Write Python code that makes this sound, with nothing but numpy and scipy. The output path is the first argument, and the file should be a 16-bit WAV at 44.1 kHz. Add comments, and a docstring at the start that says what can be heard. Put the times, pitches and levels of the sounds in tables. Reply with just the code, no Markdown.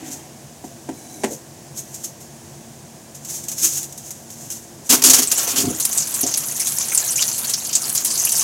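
"""A small kitchen with a low drone throughout: filtered noise rings a few soft room modes.
First a knife is laid on a plastic board, its blows and rubbing exciting board and blade modes, amid soft rustles of pops.
Then a tap opens with hard spurts: enveloped pops, coloured as hiss and splatter, drum on the sink and trail spray.
The stream builds up and splutters: squirts, droplets and bubbles are pops ringing pitched pockets of air,
with dull bumps on the sink. The close microphone clips the loudest peaks."""
import sys
import numpy as np
from scipy import signal
from scipy.fft import rfft, irfft
from scipy.io import wavfile

SR = 44100
rng = np.random.default_rng(int(sys.argv[2]) if len(sys.argv) > 2 else 0)


def wav_out(sig):
    """Save sig, one row per channel (or a flat mono array), as 16-bit PCM at SR to the path in sys.argv[1]."""
    wavfile.write(sys.argv[1], SR, np.round(np.clip(np.atleast_2d(sig).T, -1, 1) * 32767).astype(np.int16))


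N = 371763
TIME = np.arange(N) / SR

# Levels in the tables are relative: each layer has its own gain on top.
# Low drone of the room. Each row: mode in Hz, level in dB, t60 in seconds.
DRONE_MODES = [(141.5, -0.5, 0.14), (232, -3, 0.14), (337.5, -5, 0.13), (693, -6, 0.064),
               (1685, -20.5, 0.035), (1927, -26, 0.049)]
# Spectrum of the room noise. Each row: frequency in Hz, density in dB per Hz.
ROOM_COLOUR = [(20, -38), (55, -18.5), (85, -6), (200, -12), (300, -13.5), (470, -11.5), (690, -11),
               (1000, -16.5), (1300, -24.5), (1650, -20.5), (2200, -24), (4200, -25), (6550, -16.5),
               (15500, -31.5)]
# Knife on the board. Each row: start in seconds, level in dB, click of the blade in dB over that level.
KNOCKS = [(0.639, -31.5, -7), (0.888, -23.5, -0.5), (1.2351, -21, 6.5), (1.240, -18, 4), (1.2448, -21, 5.5),
          (1.269, -34, -12)]
# Body of the board. 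Each row: mode in Hz, level in dB, t60 in seconds.
BOARD_MODES = [(153, -7, 0.3), (219, -1, 0.22), (267, 11.5, 0.16), (324, 11.5, .1), (367, -2, 0.14),
               (384, 8.5, 0.1), (463, -11, 0.46), (512, -2.5, 0.16), (620, 0, 0.076), (688, 0, 0.077),
               (752, 9, 0.066), (862, 3.5, 0.07), (960, 3, 0.05), (1040, -13, .05), (1590, -15, 0.086),
               (1680, -20, 0.05), (2000, -23, 0.044), (2420, -21, 0.076)]
# The blade slides over the board. Each row: time in seconds, level in dB.
SLIDE = [(.9, -80), (.94, -47), (1.02, -43), (1.08, -46), (1.13, -38), (1.2, -44), (1.235, -40),
         (1.26, -80)]
# Ringing of the blade. Each row: mode in Hz, level in dB, t60 in seconds.
BLADE_MODES = [(1610, -16, .1), (2245, -12, 0.086), (3984, -6, 0.053), (5717, -4, 0.037), (6255, 2, 0.044),
               (7000, -5, 0.017), (7400, -5, .012), (7940, -4, .025), (9458, 1, .03), (10266, -7, .025),
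               (11600, -4, .025)]
# The knife rubs and rocks. Each row: peak time in seconds, level in dB, rise in seconds, fall in seconds.
RUBS = [(.06, -38.5, 0.31, 0.21), (.91, -39, .005, .08), (1.2, -39, 0.13, .03), (1.32, -33.5, 0.036, 0.025)]
# Spectrum of the blade's click. Each row: frequency in Hz, density in dB per Hz.
CLICK_COLOUR = [(50, -26), (250, 3), (800, 6.5), (1250, -10), (1700, -1), (3200, -12), (5000, -13.5),
                (7000, -6), (9000, -11), (15000, -26)]
# One rustle per movement. Each row: peak time in seconds, level in dB, rise in seconds, fall in seconds.
RUSTLES = [(.13, -31.5, 0.077, 0.054), (1.335, -32, 0.056, 0.027), (1.784, -26.5, 0.014, 0.02),
           (1.96, -39, 0.11, .06), (2.05, -30, 0.024, 0.031), (3.312, -25, 0.032, 0.09),
           (3.652, -12.5, 0.036, 0.038), (3.77, -21.5, 0.06, 0.053), (4.06, -36.5, 0.11, 0.11),
           (4.41, -36.5, 0.13, 0.16), (4.525, -28, 0.0077, 0.049), (4.87, -29.5, .012, 0.023)]
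# Sharp crackles in the handling. Each row: start in seconds, level in dB, length in seconds.
CRACKLES = [(0.642, -35.5, 0.05), (1.772, -28, 0.016), (1.942, -26, 0.025), (2.039, -20, 0.014),
            (2.204, -32, 0.042), (3.147, -28, 0.023), (3.248, -26, .018), (3.436, -27, 0.019),
            (3.483, -16, 0.022), (3.515, -18.5, 0.017), (3.58, -20, 0.015), (3.83, -24, 0.016),
            (3.924, -25, 0.0078), (3.976, -23, 0.012), (4.106, -19.5, 0.012), (4.302, -26.5, 0.01),
            (4.502, -19.5, 0.018)]
# Spectrum of rustle and sliding. Each row: frequency in Hz, density in dB per Hz.
RUSTLE_COLOUR = [(200, -39), (330, 2), (600, -37), (1100, -17), (2200, -14), (3600, -10), (4700, -7.5),
                 (6400, 8), (7400, 5), (9000, -1.5), (13000, -3.5), (15800, -13.5)]
# Spurts, weaker towards the end as the air leaves the pipe. Each row: start in seconds, level in dB,
# length in seconds, low splatter in dB over that level, sink boom in dB over that level.
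SPURTS = [(4.892, -13.5, 0.0098, -10, -4.5), (4.899, -8.5, 0.018, -33, -14),
          (4.918, -12, 0.042, -2.5, -7.5), (4.965, -31, 0.052, 2, 0), (5.019, -14, 0.01, -7, -13),
          (5.037, -7, 0.035, -15, -16.5), (5.069, -12.5, 0.03, -7.5, -12), (5.097, -5.5, 0.018, -18, -22),
          (5.132, -7, 0.025, -11, -23), (5.16, -21.5, 0.021, 0.5, -11), (5.181, -13, 0.024, -8, -11),
          (5.219, -15.5, 0.022, -20, -13), (5.378, -24.5, 0.051, -1, -20), (5.473, -21, 0.06, -10, -26),
          (5.557, -17, 0.077, -9.5, -26)]
# Spectra of spurts, spray and splatter. Each row: frequency in Hz, density in dB per Hz.
SPURT_COLOUR = [(1470, -44), (2500, -14.5), (3650, -12.5), (3940, -14), (4320, -7.5), (4820, -7), (6660, 0),
                (9000, -7), (12600, -9), (15800, -22)]
SPRAY_COLOUR = [(2000, -15.5), (3500, -11), (4500, -7), (5400, -6.5), (6300, 2.5), (7200, 0), (8800, -6.5),
                (11000, -3), (13000, -8.5), (15800, -17.5)]
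SPLATTER_COLOUR = [(60, -84), (200, -3), (450, 2), (900, 2), (1400, 0.5), (2000, -1.5), (3000, 0.5),
                   (4500, -6.5), (7000, -3)]
# Body of the sink. Each row: mode in Hz, level in dB, t60 in seconds.
SINK_MODES = [(99, -6, 0.13), (145, -13, .12), (220, -14, 0.12), (261, 10, 0.11), (315.5, -1.5, 0.3),
              (363, -4.5, 0.11), (406, 1, 0.15), (510, -19, 0.04), (595, -33, 0.056), (708, -10.5, 0.13),
              (860, -27, 0.11), (1010, -23, 0.037)]
# Steady running. Each row: time in seconds, spray level in dB, splatter in the basin in dB.
FLOW = [(5.25, -21, -37), (5.43, -22.5, -32.5), (5.57, -32, -35.5), (5.82, -24.5, -40.5),
        (5.96, -23.5, -40.5), (6.23, -26, -38), (6.35, -25.5, -40), (6.59, -24, -41.5), (7.03, -23, -38),
        (7.19, -23, -38.5), (7.49, -26, -40), (7.74, -25.5, -42), (8.25, -19.5, -39), (8.43, -19.5, -37)]
# The loudest squirts. Each row: start in seconds, level in dB, nominal pitch in Hz (tuned up a little
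# when played), width in Hz, length in seconds.
SQUIRTS = [(5.272, -15, 7840, 1300, 0.014), (5.315, -10, 8160, 6100, 0.012),
           (5.374, -15.5, 7600, 2470, 0.019), (5.799, -17, 9250, 6700, .018),
           (5.851, -9, 8350, 5300, 0.0081), (5.927, -20, 7600, 3800, .014),
           (5.975, -12.5, 7500, 1790, 0.023), (6.14, -18.5, 8050, 4600, .022),
           (6.209, -12.5, 10100, 3200, .011), (6.231, -16.5, 6100, 1640, 0.015),
           (6.264, -17.5, 6900, 2410, 0.019), (6.34, -14, 5750, 3360, 0.0088),
           (6.373, -13, 9200, 4700, 0.012), (6.521, -24, 8340, 6300, 0.0077),
           (6.596, -18, 8800, 4400, .021), (6.67, -17, 8200, 5400, 0.023),
           (6.783, -12.5, 7150, 2600, 0.006), (6.803, -21.5, 6800, 2000, 0.037),
           (6.947, -9.5, 9000, 2100, 0.011), (6.974, -10, 7230, 1600, 0.019),
           (7.156, -18.5, 6700, 1400, 0.044), (7.203, -16.5, 6940, 1500, 0.025),
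           (7.221, -12, 5300, 3860, .013), (7.379, -20.5, 10300, 5100, 0.031),
           (7.496, -19, 7760, 6300, 0.023), (7.536, -12, 5500, 2006, 0.011),
           (7.729, -18.5, 6000, 2890, 0.02), (7.751, -8.5, 7100, 1900, 0.015),
           (7.895, -15, 8600, 4500, 0.0074), (7.949, -15.5, 9900, 6350, 0.017),
           (7.974, -14, 6470, 2400, 0.012), (8.047, -15.5, 8900, 5650, 0.029),
           (8.25, -10.5, 9900, 3500, 0.011), (8.32, -12.5, 8500, 3100, 0.011),
           (8.345, -24.5, 6930, 2200, 0.051), (8.408, -18, 7140, 3400, 0.02)]
# Dull bumps against the sink. Each row: start in seconds, level in dB, pitch of the slosh in Hz.
BUMPS = [(5.534, -26.5, 200), (5.583, -22, 220), (5.603, -28, 350), (5.63, -22, 131), (5.64, -19, 223),
         (5.651, -20.5, 110), (5.671, -15.5, 151), (5.699, -20.5, 380), (6.233, -19.5, 520)]
# The loudest bubbles. Each row: start in seconds, level in dB, pitch in Hz.
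BUBBLES = [(5.572, -22.5, 3180), (5.587, -22, 3200), (6.919, -22.5, 2340), (6.921, -30.5, 1410),
           (7.025, -28.5, 1730), (7.179, -23.5, 2390), (7.19, -19.5, 2930), (7.75, -17.5, 4800),
           (7.84, -20.5, 4800), (8.105, -20, 4820), (8.154, -21, 4320), (8.27, -22, 2800)]

ROOM_DB, DRONE_DB = -43, -44
SCRAPE_DB, SCRAPE_HZ, SCRAPE_WIDTH_HZ = -8, 2030, 3500  # the edge scratches the board in the first rub
MIST_DB, MIST_S = -4.5, 0.034  # spray that trails each spurt: its share and its decay
OPEN_S, FILL_S = 5.05, 0.31  # the stream sets in after the first spurts; time for it to build up
BREAKUP_DB, BREAKUP_HZ = 2, 30.23  # the stream necks and swells, so its spray comes in clumps
# weaker squirts: typical gap, level over the spray, and random spread of the level
SPUTTER_GAP_S, SPUTTER_DB, SPUTTER_SCATTER_DB = .04, 1, 0.7
# their typical nominal pitch, its spread, and typical width and length
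SPUTTER_HZ, SPUTTER_OCTAVES, SPUTTER_WIDTH_HZ, SPUTTER_S = 7220, 0.2, 3300, .012
CLEAR_S = .03  # no weak squirt falls this close to a loud one
# small bubbles form once water has pooled: earliest time, middle level, pitch range
POOL_S, SMALL_BUBBLE_DB, SMALL_BUBBLE_HZ = 6.3, -31.5, (1980, 4700)
KITCHEN_T60_S, KITCHEN_DB = 0.18, -10
TOP_HZ = 15900


def undb(db):
    """Decibels to gain."""
    return 10 ** (np.asarray(db) / 20)


def unit(x):
    """Scale to rms 1."""
    return x / np.sqrt(np.mean(x ** 2) + 1e-18)


def highpass(x, order, hz):
    """Thin out the sound below a frequency."""
    return signal.sosfilt(signal.butter(order, hz, "high", fs=SR, output="sos"), x)


def curve(rows):
    """Gain from dB over time; silent outside the table."""
    seconds, db = np.transpose(rows)
    return undb(np.interp(TIME, seconds, db, left=-np.inf, right=-np.inf))


def swells(rows):
    """Gain of movements that each grow to a peak and die away; their powers add."""
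    power = np.zeros(N)
    for s, db, rise, fall in rows:
        distance = np.maximum((s - TIME) / rise, (TIME - s) / fall)
        power += (undb(db) * np.exp(-distance)) ** 2
    return np.sqrt(power)


def burst(length, attack=0.00048, steep=1.4, size=5000):
    """Envelope that opens fast, holds for about its length and collapses."""
    t = TIME[:size]
    return (1 - np.exp(-t / attack)) * np.exp(-(t / max(length, .002)) ** steep)


def walk(rate):
    """Slow chance with a spread near 1."""
    return np.interp(TIME * rate, np.arange(N // 100), rng.standard_normal(N // 100))


def patter(rate, spread_db, size=N):
    """Tiny impacts at random times (rate per second), most weak and a few strong; rms 1."""
    chance, strength, sign = rng.random(size), rng.exponential(size=size), rng.standard_normal(size)
    hits = chance < rate / SR
    return unit(hits * np.sign(sign) * undb(spread_db * np.minimum(strength, 4)))


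def add(track, s, sound):
    """Mix a sound in at a time."""
    i = max(int(s * SR), 0)
    track[i:i + len(sound)] += sound[:max(N - i, 0)]


def ring(x, response):
    """Pass a sound through an impulse response."""
    return signal.fftconvolve(x, response)[:len(x)]


def colour(points, size=1024):
    """Causal minimum-phase response of unit energy with the given spectrum."""
    hz, db = np.transpose(points)
    bins_hz = np.arange(size // 2 + 1) * SR / size
    log_gain = np.log(undb(np.interp(np.log(bins_hz + 1), np.log(hz), db)))
    # folding the cepstrum forward in time makes the response causal
    cepstrum = irfft(log_gain)
    cepstrum[1:size // 2] *= 2
    cepstrum[size // 2 + 1:] = 0
    return unit(irfft(np.exp(rfft(cepstrum)))) / np.sqrt(size)


def modes(table):
    """Response of unit energy of a body with decaying modes; neighbours swing in opposite phase."""
    t = TIME[:SR // 2]
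    response = np.zeros(len(t))
    for k, (hz, db, t60) in enumerate(table):
        decay = np.exp(-np.log(1000) * t / t60)
        response += (-1) ** k * undb(db) * np.sin(2 * np.pi * hz * t) * decay
    # a small body radiates almost nothing below its lowest mode
    response = highpass(response, 3, 0.55 * table[0][0])
    return response / np.linalg.norm(response)


def pocket(pops, hz, width, glide=0):
    """Pops ring a pocket of air whose pitch glides (share per s) as it changes size; their energy is kept."""
    t = TIME[:len(pops)]
    turn = np.exp(2j * np.pi * np.cumsum(hz * np.exp(glide * t)) / SR)
    pole = np.exp(-np.pi * width / SR)
    # resonate around zero frequency, then shift up to the gliding pitch
    out = (turn * signal.lfilter([1], [1, -2 * pole, pole ** 2], pops / turn)).real
    return out * np.linalg.norm(pops) / (np.linalg.norm(out) + 1e-12)


def background():
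    """Room noise, barely wavering, with a low drone of noise through resonant modes and a thin hiss."""
    noise = ring(rng.standard_normal(N), colour(ROOM_COLOUR, size=8192))
    drone = ring(rng.standard_normal(N), modes(DRONE_MODES))
    return undb(.5 * walk(5.18)) * (undb(ROOM_DB) * noise + undb(DRONE_DB) * drone)


def knife():
    """Blows and friction ring the board; the sliding blade sings faintly and the handle rattles last."""
    blows, clicks = np.zeros((2, N))
    for s, db, click_db in KNOCKS:
        add(blows, s, undb([db]))
        click = burst(0.0064, attack=0.00036, steep=0.73) * patter(8100, 5.4, size=5000)
        add(clicks, s, undb(db + click_db) * click)
    knocks = undb(29.5) * ring(blows, modes(BOARD_MODES)) + ring(clicks, colour(CLICK_COLOUR))

    friction = patter(4000, 3)
    # the changing pressure of the fingers bends the blade's pitch
    bend = np.cumsum(.012 * walk(14)) / SR
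    song = np.interp(TIME + bend, TIME, ring(friction, modes(BLADE_MODES)))
    rasp = ring(friction, colour(RUSTLE_COLOUR))
    slide = curve(SLIDE) * (undb(-0.5 + 2 * walk(45.1)) * song + rasp) / np.sqrt(2)

    rocking = swells(RUBS) * ring(patter(2000, 1.5), modes(BOARD_MODES[2:]))
    rattle = undb(1.5) * swells(RUBS[-1:]) * pocket(patter(1500, 2), 480, 170)
    scrape = undb(SCRAPE_DB) * swells(RUBS[:1]) * pocket(friction, SCRAPE_HZ, SCRAPE_WIDTH_HZ)
    return knocks + slide + rocking + rattle + scrape


def handling():
    """Dense tiny pops under fluttering swells make fine rustling; short bursts add sharper crackles."""
    flutter = undb(2.2 * np.minimum(walk(60), 1.2))
    envelope = undb(-0.5) * swells(RUSTLES) * flutter
    for s, db, length in CRACKLES:
        add(envelope, s, undb(db - 5.5) * burst(length))
    return ring(envelope * patter(12000, 2.8), colour(RUSTLE_COLOUR))


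def spurts():
    """Air in the pipe throws the first water out in slugs that splatter, drum on the sink and trail spray."""
    hiss, splatter, boom, mist = np.zeros((4, N))
    for s, db, length, splatter_db, boom_db in SPURTS:
        slug = undb(db) * burst(length, attack=0.0015, steep=6.3)
        add(hiss, s, slug)
        add(splatter, s, slug * undb(splatter_db))
        add(boom, s, slug * undb(boom_db))
        add(mist, s, undb(db + MIST_DB) * burst(MIST_S, attack=0.0031, steep=1.4))
    jet = ring(hiss * undb(2 * walk(400)) * patter(7000, 1.7), colour(SPURT_COLOUR))
    splash = ring(splatter * patter(5400, 2.7), colour(SPLATTER_COLOUR))
    drum = ring(boom * patter(3000, 1.6), modes(SINK_MODES[2:]))
    spray = ring(mist * patter(6000, 1.8), colour(SPRAY_COLOUR))
    drips = undb(-9) * ring(mist * patter(2600, 1.9), colour(SPLATTER_COLOUR))
    return jet + splash + drum + spray + drips


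def flow(axis):
    """Gain of the stream: it builds up when the tap opens, then follows a column of the flow."""
    rows = np.array(FLOW)
    build_up = np.clip((TIME - OPEN_S) / FILL_S, 0, 1)
    return build_up * undb(np.interp(TIME, rows[:, 0], rows[:, axis]))


def droplets(low_hz, high_hz, spread_db, life_s, width_share, count, size=1400):
    """Droplets of many sizes, each a short cluster of pops at its own pitch; rms 1 while the tap runs."""
    out = np.zeros(N)
    clusters = patter(4500, 2.5, size=count * size).reshape(count, size)
    for (when, pitch, strength, life, bend), pops in zip(rng.random((count, 5)), clusters):
        hz = low_hz + (high_hz - low_hz) * pitch
        gain = undb(spread_db * min(-np.log(1 - strength), np.e))
        cluster = pops * burst(life_s * (.5 + life), attack=0.00011, steep=0.54, size=size)
        # the pitch may glide either way
        sound = pocket(cluster, hz, width_share * hz, glide=20 * (bend - .5))
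        add(out, OPEN_S + when * (TIME[-1] - OPEN_S), gain * sound)
    return out / np.std(out[TIME > OPEN_S])


def stream():
    """The broken stream: fine spray and lone ticks above, droplets splattering in the basin below."""
    clumps = undb(BREAKUP_DB * walk(BREAKUP_HZ))
    fine = droplets(4260, 14960, spread_db=5.0, life_s=0.0046, width_share=.22, count=1900)
    ticks = undb(-8.5) * patter(120, 1.6)
    spray = clumps * flow(axis=1) * ring(fine + ticks, colour(SPRAY_COLOUR))
    coarse = undb(-11.0) * droplets(826, 4810, spread_db=2, life_s=0.0071, width_share=0.13, count=420)
    wash = undb(2.6 * walk(90)) * patter(2500, 2.4)
    # the splatter follows the clumps only half as deeply in dB
    splatter = np.sqrt(clumps) * flow(axis=2) * ring(coarse + wash, colour(SPLATTER_COLOUR))
    return undb(-3.5) * spray + undb(4) * splatter


def sputter(count=120):
    """Weak squirts at uneven gaps between the loud ones, following the flow; rows like those of SQUIRTS."""
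    flow_s, spray_db, _ = np.transpose(FLOW)
    gap, strength, pitch, width, length = rng.standard_normal((count, 5)).T
    times = flow_s[0] + np.cumsum(SPUTTER_GAP_S * np.exp(.35 * gap))
    db = np.interp(times, flow_s, spray_db) + SPUTTER_DB + SPUTTER_SCATTER_DB * strength
    hz = SPUTTER_HZ * 2 ** (SPUTTER_OCTAVES * pitch)
    width_hz = SPUTTER_WIDTH_HZ * np.exp(0.37 * width)
    length_s = SPUTTER_S * np.exp(0.24 * length)
    loud_s = np.array(SQUIRTS)[:, 0]
    return [row for row in zip(times, db, hz, width_hz, length_s)
            if row[0] < TIME[-1] and np.abs(loud_s - row[0]).min() > CLEAR_S]


def squirts():
    """Each squirt is a quick train of pops that ring one swelling pocket of air, with some spray around it."""
    pockets, spray = np.zeros((2, N))
    for s, db, hz, width, length in list(SQUIRTS) + sputter():
        envelope = undb(db) * burst(length, attack=.0005, steep=1.4)
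        pops = envelope * patter(5500, 2.9, size=5000)
        # hold the energy to that of the envelope, however the pops fall
        pops *= np.linalg.norm(envelope) / (np.linalg.norm(pops) + 1e-9)
        add(pockets, s, pocket(pops, 1.073 * hz, width, glide=-5.5))
        add(spray, s, pops)
    return pockets + undb(-10) * ring(spray, colour(SPRAY_COLOUR))


def bumps():
    """Soft blows make the sink modes boom, and low pops slosh dully with each."""
    blows, slosh = np.zeros((2, N))
    for s, db, hz in BUMPS:
        add(blows, s, undb([db]))
        pops = undb(db) * burst(0.033, attack=0.003, steep=0.99) * patter(2800, 1.2, size=5000)
        add(slosh, s, pocket(pops, hz, hz))
    return undb(26.5) * ring(blows, modes(SINK_MODES)) + undb(-7.5) * highpass(slosh, 3, 80)


def small_bubbles(count=18):
    """Bubbles of any size at random times in the pooled water; rows like those of BUBBLES."""
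    low_hz, high_hz = SMALL_BUBBLE_HZ
    rows = []
    for when, strength, pitch in rng.random((count, 3)):
        s = POOL_S + when * (TIME[-1] - POOL_S)
        rows.append((s, SMALL_BUBBLE_DB + 7 * (strength - .5), low_hz + pitch * (high_hz - low_hz)))
    return rows


def bubbles():
    """Bubbles burst with a short, rough plip: pops ringing a narrow pocket of air."""
    out = np.zeros(N)
    for s, db, hz in list(BUBBLES) + small_bubbles():
        pops = undb(db) * burst(0.01, steep=0.98) * patter(2500, 2.8, size=5000)
        add(out, s, pocket(pops, hz, 0.19 * hz))
    return undb(-1.0) * out


def kitchen(x):
    """The short tail of a small room: decaying noise mixed under the direct sound."""
    t = TIME[:SR // 2]
    tail = rng.standard_normal(len(t)) * np.exp(-np.log(1000) * t / KITCHEN_T60_S) * (t > .002)
    # small hard surfaces scatter the treble; long waves pass them by
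    echoes = highpass(tail / np.linalg.norm(tail), 2, 600)
    return undb(-1.0) * (x + undb(KITCHEN_DB) * ring(x, echoes))


def scene():
    """Knife, handling and water share the one small room, over its background."""
    water = spurts() + stream() + squirts() + bumps() + bubbles()
    return (background() + kitchen(knife() + handling() + water))[None]


def record(dry):
    """The microphone flattens the loudest peaks; the deepest bass and the top are cut."""
    thinned = highpass(np.clip(dry, -1, 1), 2, 45)
    return signal.sosfilt(signal.ellip(10, .2, 70, TOP_HZ, fs=SR, output="sos"), thinned)


dry = scene()
out = record(dry)
wav_out(out)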